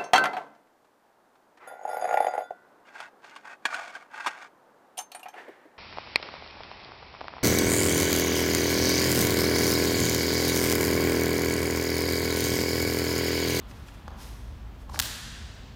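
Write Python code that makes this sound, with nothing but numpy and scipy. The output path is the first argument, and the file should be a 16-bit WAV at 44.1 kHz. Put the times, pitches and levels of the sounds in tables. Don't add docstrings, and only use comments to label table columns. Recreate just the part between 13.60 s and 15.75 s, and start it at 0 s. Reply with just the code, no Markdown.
import sys
import numpy as np
from scipy import signal
from scipy.fft import rfft, irfft, next_fast_len
from scipy.io import wavfile
from scipy.ndimage import uniform_filter1d

SR = 44100
rng = np.random.default_rng(int(sys.argv[2]) if len(sys.argv) > 2 else 0)


def output_pcm(signal):
    pcm = np.clip(np.atleast_2d(signal).T, -1, 1) * 32767
    wavfile.write(sys.argv[1], SR, np.round(pcm).astype(np.int16))


N = 94815

# start in seconds, level in dB, rise and decay of the rib clatter in
# seconds, clatter relative to the pulse in dB, low cutoff in Hz.
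CRACK_EVENTS = [(1.3917, 2.03, 0.000053, 0.00034, -12, 2220), (1.3997, 5.6, .0007, 0.00084, 2.5, 1100)]
# frequency in Hz, gain in dB.
FAN_RESPONSE = [(200, -14.5), (900, -5), (1550, 3.5), (2300, -5.5), (3800, 0), (5800, -2.5), (7400, -3.5),
                (9000, -8), (12000, -9.5), (13300, -9.5), (14800, -3.5), (16000, -5)]


def fan_cracks(size=4096, lead_samples=256, flutter_db=-15, flutter_decay_s=.004):
    lead = lead_samples / SR
    pulse = signal.unit_impulse(size, lead_samples)
    tracks = []
    for start, db, rise, decay, clatter_db, cutoff_hz in CRACK_EVENTS:
        clatter = amp(clatter_db) * rib_clatter(swell(lead, rise, decay, size))
        flutter = amp(flutter_db) * unit_energy(noise(size) * swell(lead, rise, flutter_decay_s, size))
        force = whiten(pulse + clatter) + flutter
        force = signal.lfilter(*signal.butter(1, cutoff_hz, "high", fs=SR), force)
        tracks.append(at(start - lead, amp(db) * unit_energy(colour(force, FAN_RESPONSE))))
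    return tracks


def rib_clatter(envelope, passes=6):
    x = noise(len(envelope)) * envelope
    for _ in range(passes):
        x = whiten(x)
        local_rms = np.sqrt(np.abs(uniform_filter1d(x ** 2, size=24)) + 1e-18)
        x = x * envelope / local_rms
    return unit_energy(x)


# frequency in Hz, gain in dB.
CONTACT_SPECTRUM = [(300, 15), (1000, 3), (2500, -3.5), (5000, 6.5), (8000, -2.5), (15000, -9.5)]


def rib_slide(level_db=-42, grain_db=.5):
    grains = noise() * amp(grain_db * unit_rms(uniform_filter1d(noise(), size=60)))
    scrape = unit_rms(colour(grains, CONTACT_SPECTRUM))
    return amp(level_db) * scrape * swell(peak_s=1.347, rise_s=.014, fall_s=.029)


# start in seconds, level in dB, decay in seconds,
# resonance and bandwidth in Hz, relative tick level in dB.
SLAP_EVENTS = [(0.111, -26.5, 0.0046, 1700, 1500, -3.5), (0.284, -24, 0.0049, 1700, 1450, -8),
               (0.48, -15.5, 0.00074, 745, 620, -10.5), (1.2936, -20, 0.00067, 1004, 310, -20),
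               (1.297, -16, 0.00091, 980, 350, -13), (1.3434, -13, .003, 950, 600, -19),
               (1.3595, -15.5, .001, 1450, 700, -7), (1.374, -16.5, 0.0036, 750, 300, -5)]


def slaps():
    track = np.zeros(N)
    for start, db, decay, hz, width_hz, tick_db in SLAP_EVENTS:
        knock = unit_energy(resonate(burst(decay), hz, width_hz))
        tick = amp(tick_db) * unit_energy(colour(burst(decay), CONTACT_SPECTRUM))
        track += at(start, amp(db) * (knock + tick))
    return track


# peak time in seconds, level in dB, rise and fall in seconds.
SWISH_EVENTS = [(.105, -57.5, .025, .02), (.17, -62.5, 0.027, 0.11), (0.283, -59.5, .02, .015),
                (0.347, -61, .01, .012), (0.623, -49, 0.038, 0.088), (1.16, -71, .025, 0.014),
                (1.22, -61.5, 0.029, 0.018), (1.32, -58, .02, 0.021), (1.955, -62.5, .008, .008)]
# frequency in Hz, gain in dB.
CLOTH_SPECTRUM = [(500, -3), (1200, 5.5), (2200, 2), (3800, 1), (5400, 3.5), (7500, -2), (12000, -4),
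                  (16000, -7)]


def clothing():
    effort = sum(amp(db) * swell(peak, rise, fall) for peak, db, rise, fall in SWISH_EVENTS)
    return effort * steady_noise(CLOTH_SPECTRUM)


def kick(level_db=-53.5):
    rush = unit_rms(resonate(noise(), hz=880, width_hz=520))
    return amp(level_db) * rush * swell(peak_s=.568, rise_s=.12, fall_s=.025)


def floor_bounce(x, delay_s=.00355, gain_db=-7):
    return x + amp(gain_db) * at(delay_s, x)


# delay in seconds, level in dB, smear in seconds.
EARLY_ECHOES = [(.0238, -9, .003), (.0335, -14, .003), (.054, -13, .007)]
# frequency in Hz, time to fall 60 dB in seconds.
REVERB_TIMES = [(200, 1), (700, 0.91), (1500, 2.42), (3500, 1.91), (6000, 1.56), (9000, 1.14),
                (12000, 0.74), (16000, 0.24)]
# frequency in Hz, gain in dB.
TAIL_SPECTRUM = [(200, 8.5), (600, 6), (1400, -3), (2500, 0.5), (4500, -1.5), (7500, -1.5), (11000, 2.5),
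                 (15000, 4)]


def hall(x, size=65536, tail_db=-3.5, onset_s=.023, build_s=.009):
    t, hz = clock(size), np.fft.rfftfreq(size, 1 / SR)
    diffuse = rfft(noise(size)) * amp(log_interp(TAIL_SPECTRUM, hz))
    centres, t60s = np.array(REVERB_TIMES).T
    tail = np.zeros(size)
    for t60, weights in zip(t60s, np.eye(len(centres))):
        band = irfft(diffuse * np.interp(hz, centres, weights))
        tail += band * amp(-60 * t / t60)
    build_up = 1 - np.exp(-np.maximum(t - onset_s, 0) / build_s)
    early = sum(at(delay, amp(db) * burst(smear)) for delay, db, smear in EARLY_ECHOES)[:size]
    return signal.fftconvolve(x, early + amp(tail_db) * unit_energy(tail * build_up))[:N]


# frequency in Hz, gain in dB.
MAT_SPECTRUM = [(20, -48), (31, 9), (42, -31), (52, 21), (62, 2.5), (76, 13), (95, -19.5), (160, -65.5)]
# time in seconds, level in dB.
MAT_LEVELS = [(0, -45.5), (.45, -45.5), (.65, -42), (.85, -40.5), (1.0, -39), (1.148, -47), (1.26, -39.5),
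              (1.43, -41), (1.58, -44.5), (1.78, -47), (1.86, -36), (1.969, -52.5), (2.15, -45)]


def mat_thudding():
    rumble = steady_noise(MAT_SPECTRUM)
    local_rms = np.sqrt(uniform_filter1d(rumble ** 2, size=10000))
    times, levels_db = np.array(MAT_LEVELS).T
    return unit_rms(rumble / local_rms) * amp(np.interp(clock(), times, levels_db))


# frequency in Hz, gain in dB.
AIR_SPECTRUM = [(60, 0), (90, -2.5), (112, 2), (145, -7), (220, -5.5), (320, -15), (500, -18), (950, -20),
                (1800, -27), (3300, -33), (6000, -41.5), (10000, -50), (16000, -41)]
WASH_SPECTRUM = [(400, -7.5), (1000, 7), (2200, -5), (3400, -0.5), (6000, -17.5), (10000, -24),
                 (16000, -32)]


def room_noise(air_db=-45.5, wash_db=-56, fall_db_per_s=9):
    air = amp(air_db) * steady_noise(AIR_SPECTRUM)
    wash = amp(wash_db - fall_db_per_s * clock()) * steady_noise(WASH_SPECTRUM)
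    return air + wash


def amp(db):
    return 10 ** (np.asarray(db) / 20)


def unit_rms(x):
    return x / np.sqrt(np.mean(x ** 2))


def unit_energy(x):
    return x / np.sqrt(np.sum(x ** 2))


def clock(size=N):
    return np.arange(size) / SR


def noise(size=N):
    return rng.standard_normal(size)


def at(start_s, x):
    return np.pad(x, (max(int(start_s * SR), 0), N))[:N]


def log_interp(table, hz):
    freqs, values = np.array(table, float).T
    return np.interp(np.log(np.maximum(hz, 1)), np.log(freqs), values)


def whiten(x):
    return irfft(np.exp(1j * np.angle(rfft(x))))


def colour(x, table, size=2048):
    gain = amp(log_interp(table, np.fft.rfftfreq(size, 1 / SR)))
    cepstrum = irfft(np.log(gain))
    cepstrum[1:size // 2] *= 2
    cepstrum[size // 2 + 1:] = 0
    response = irfft(np.exp(rfft(cepstrum)))[:size // 2]
    return signal.oaconvolve(x, response)[:len(x)]


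def steady_noise(table):
    size = next_fast_len(N, True)
    gain = amp(log_interp(table, np.fft.rfftfreq(size, 1 / SR)))
    return unit_rms(irfft(rfft(noise(size)) * gain)[:N])


def resonate(x, hz, width_hz):
    for width in (width_hz, 2 * width_hz):
        x = signal.lfilter(*signal.iirpeak(hz, hz / width, fs=SR), x)
    return x


def burst(decay_s, size=4096):
    return unit_energy(noise(size) * np.exp(-clock(size) / decay_s))


def swell(peak_s, rise_s, fall_s, size=N):
    age = clock(size) - peak_s
    exponent = np.where(age < 0, (age / rise_s) ** 2, age / fall_s)
    return np.exp(-np.minimum(exponent, 20))


def scene(hall_send_db=-1.5):
    cracks = fan_cracks()
    movement = rib_slide() + slaps() + kick() + clothing()
    reverb = amp(hall_send_db) * sum(hall(source) for source in [*cracks, movement])
    return (floor_bounce(sum(cracks) + movement) + reverb + mat_thudding() + room_noise())[None]


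def record(dry, low_hz=32, soft_top_hz=15400, top_hz=16300):
    dry = signal.sosfilt(signal.butter(4, low_hz, "high", fs=SR, output="sos"), dry)
    dry = signal.sosfiltfilt(signal.butter(8, soft_top_hz, fs=SR, output="sos"), dry)
    return signal.sosfilt(signal.ellip(8, .2, 80, top_hz, fs=SR, output="sos"), dry)


dry = scene()
out = record(dry)
output_pcm(out)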